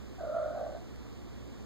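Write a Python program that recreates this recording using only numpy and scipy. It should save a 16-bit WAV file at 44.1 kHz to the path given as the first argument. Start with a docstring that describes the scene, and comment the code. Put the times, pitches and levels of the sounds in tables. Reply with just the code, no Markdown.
"""You hear a steady rush of ventilation and mains hum, and almost at once a cat's short cooing trill.
The cat lies on a carpet in a small room, mouth closed. Its soft tone flutters some 35 times a second,
growing louder and lower with every beat. A faint tick and two soft bumps on the camera follow.
The camera widens the stereo sound."""
import sys
import numpy as np
from scipy import signal
from scipy.fft import rfft, irfft, next_fast_len
from scipy.io import wavfile
from scipy.ndimage import map_coordinates

SR = 44100
rng = np.random.default_rng(int(sys.argv[2]) if len(sys.argv) > 2 else 0)


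def file_out(sig):
    """Save sig as 16-bit WAV at sys.argv[1]."""
    # one column per channel
    cols = np.atleast_2d(sig).T
    # limit, then scale
    lim = np.clip(cols, -1, 1)
    pcm = np.round(lim * 32767).astype(np.int16)
    wavfile.write(sys.argv[1], SR, pcm)


N = 72765

# Tone colour of the rushing air: frequency_hz, relative_db
AIR_COLOUR = [(22, -17), (38, -1.5), (60, -1.5), (95, 0), (160, -5.5), (220, -2.5), (350, -6.5), (600, -16),
              (1000, -23), (1600, -26.5), (3000, -30), (5000, -33), (8000, -38.5), (10500, -53.5),
              (13000, -45), (15000, -45.5)]
# The tones in the hum: pitch_hz, left_db, right_db
HUM_TONES = [(63.1, -47.5, -46.5), (67.3, -56.5, -53), (119, -55, -53), (220.7, -70.5, -61),
             (1132, -99, -72.5)]
# Tone colour of the tick: frequency_hz, relative_db
TICK_COLOUR = [(2000, 5.5), (7000, -6.5), (10000, -11), (15000, -21.5)]
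# Bumps on the camera: start_s, left_db, right_db, pitch_hz
CAMERA_BUMPS = [(.962, -44, -41, 60), (1.088, -38, -55, 80)]
# The cat's pitch between beats: time_s, pitch_hz
VOICE_PITCH = [(.19, 766.7), (.225, 773.7), (.26, 693), (.335, 701.4), (.40, 674.2), (.46, 710.2),
               (.51, 731), (.57, 772.2), (.66, 776), (.74, 758.4), (.81, 749)]
# How hard the cat pushes its voice: time_s, relative_db
VOICE_EFFORT = [(.175, -68), (0.193, -46), (0.214, -40), (.26, -35.5), (.30, -38.5), (.37, -29),
                (0.424, -31.5), (.50, -38), (0.599, -35.5), (.69, -40.5), (.755, -44), (.805, -53.5),
                (.83, -57)]
# Speed of the flutter and how far each beat lowers the pitch: time_s, beats_per_s, dip_fraction
VOICE_FLUTTER = [(0.194, 40, 0.018), (.21, 43, 0.21), (0.238, 32.3, 0.14), (.335, 36.1, 0.1386),
                 (0.361, 59, 0.113), (.385, 32.8, 0.1133), (0.451, 28.6, 0.144), (.497, 52, 0.18),
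                 (0.546, 40, 0.18), (0.596, 54, .24), (0.656, 32, 0.18), (0.712, 37.3, 0.3),
                 (0.789, 35, 0.077)]
# The overtone an octave above the tone, strongest at the start: time_s, relative_db
VOICE_OVERTONE = [(.19, -7), (.225, -22), (0.269, -17), (.33, -16), (.41, -18.5), (.48, -15), (.57, -22.5),
                  (.75, -24)]
# Tone colour of air swirling in the throat: frequency_hz, relative_db
RASP_COLOUR = [(300, -18), (480, 2), (700, -3.5), (880, -15), (1130, -4), (1350, -16.5), (1550, -12.5),
               (1750, -17), (2100, -27.5), (4000, -47)]
# Echoes from two near walls: delay_s, gain
WALL_ECHOES = [(.005, 0.17), (.0148, 0.52)]


def amp(db):
    """Turn decibels into a number to multiply by."""
    return 10 ** (np.asarray(db) / 20)


def curves(rows):
    """Join a table's points with lines: one curve for each column after the time."""
    times, *columns = np.transpose(rows)
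    return [np.interp(np.arange(N) / SR, times, column) for column in columns]


def wobble(per_s):
    """A smooth curve through per_s random points a second."""
    return map_coordinates(rng.standard_normal(size=1024), [np.arange(N) * per_s / SR], mode="wrap")


def filtered(x, response):
    """Multiply each frequency in x by response(hz)."""
    size = next_fast_len(N + SR // 2)
    return irfft(rfft(x, size) * response(np.fft.rfftfreq(size, 1 / SR)), size)[..., :N]


def delayed(x, seconds):
    """The same sound a little later."""
    return filtered(x, lambda hz: np.exp(-2j * np.pi * hz * seconds))


def noise(colour):
    """Noise with the given tone colour and an average power of 1."""
    points_hz, db = np.transpose(colour)
    white = rng.standard_normal(N)
    shaped = filtered(white, lambda hz: amp(np.interp(np.log(hz + 1), np.log(points_hz), db)))
    return shaped / np.sqrt(np.mean(shaped ** 2) + 1e-20)


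def stereo(three, shared):
    """Make left and right from three noises; both sides share the first."""
    return np.sqrt(shared) * three[0] + np.sqrt(1 - shared) * np.asarray(three[1:])


def ventilation(left_db=-52.5, right_db=-44.5):
    """Moving air makes a steady rush, partly the same at both microphones."""
    air = stereo([noise(AIR_COLOUR) for _ in range(3)], shared=.21)
    return amp([[left_db], [right_db]]) * air


def hum(waver_db=1.5, drift_rad=.3):
    """Mains power and motors hum with gently wavering tones."""
    t = np.arange(N) / SR
    out = np.zeros((2, N))
    for hz, left_db, right_db in HUM_TONES:
        waver = amp(waver_db * wobble(per_s=6))
        tone = np.sqrt(2) * np.sin(2 * np.pi * hz * t + drift_rad * wobble(per_s=6))
        out += amp([[left_db], [right_db]]) * waver * tone
    return out


def tick(start_s=.9607, level_db=-42, fade_s=.002):
    """A faint burst of noise that drops 60 dB in fade_s."""
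    age = np.arange(N) / SR - start_s
    fade = (age > 0) * amp(level_db - 60 * abs(age) / fade_s)
    return fade * np.array([noise(TICK_COLOUR), noise(TICK_COLOUR)])


def bumps(fade_s=.09):
    """Each soft bump on the camera is a low tone that dies away quickly."""
    out = np.zeros((2, N))
    for start_s, left_db, right_db, hz in CAMERA_BUMPS:
        age = np.maximum(np.arange(N) / SR - start_s, 0)
        fade = amp(-60 * age / fade_s)
        out += amp([[left_db], [right_db]]) * fade * np.sin(2 * np.pi * hz * age)
    return out


def room(sound, tail_db=-7.5, fade_s=.17, gap_s=.007):
    """Sound arrives directly, off two near walls, and as a short tail of blurred echoes."""
    t = np.arange(SR // 2) / SR
    tail = stereo(rng.standard_normal(size=(3, len(t))), shared=.49)
    tail *= amp(-60 * t / fade_s) * (t > gap_s)
    tail /= np.linalg.norm(tail[0])
    blur = signal.fftconvolve(sound[None], tail, axes=1)[:, :N]
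    echoes = sum(gain * delayed(sound, delay_s) for delay_s, gain in WALL_ECHOES)
    return sound + echoes + amp(tail_db) * blur


def cat_trill(swing_db=14, shimmer_db=2.14, jitter=.023, rasp_db=-21, strong_beat_s=.397):
    """A nearly pure tone, louder and lower on each beat; air swirling in the throat adds a rasp."""
    t = np.arange(N) / SR
    pitch_hz, = curves(VOICE_PITCH)
    effort_db, = curves(VOICE_EFFORT)
    overtone_db, = curves(VOICE_OVERTONE)
    beats_per_s, dip = curves(VOICE_FLUTTER)
    count = np.cumsum(beats_per_s) / SR
    count -= np.interp(strong_beat_s, t, count)  # centre one beat on this moment
    count += .03 * wobble(per_s=30)  # slightly uneven timing
    beat = (.5 + .5 * np.cos(2 * np.pi * count)) ** 1.7  # the power narrows each beat
    pitch_hz *= 1 - dip * beat ** .65  # a power under 1 makes the dip outlast the swell
    pitch_hz *= 1 + jitter * wobble(per_s=190)  # the voice is a little unsteady
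    phase = 2 * np.pi * np.cumsum(pitch_hz) / SR
    swell_db = swing_db * (beat - .5) + shimmer_db * wobble(per_s=190)
    tone = amp(swell_db) * np.sin(phase)
    overtone = amp(overtone_db - .25 * swell_db) * np.sin(2 * phase)  # clearest between beats
    rasp = amp(rasp_db + swell_db) * noise(RASP_COLOUR)
    calling = (t > VOICE_EFFORT[0][0]) & (t < VOICE_EFFORT[-1][0])
    return amp(effort_db) * calling * (tone + overtone + rasp)


def scene():
    """The background sounds, plus the cat in its room."""
    cat = amp([[-6], [-1.5]]) * room(cat_trill())  # louder on the right
    return ventilation() + hum() + tick() + bumps() + cat


def record(dry, crossfeed=.76, delay_s=16 / SR, top_hz=15600):
    """The camera widens the stereo and cuts off the very highest sounds."""
    wide = dry - crossfeed * delayed(dry[::-1], delay_s)  # take a late copy of each side from the other
    return filtered(wide, lambda hz: hz < top_hz)


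dry = scene()
out = record(dry)
file_out(out)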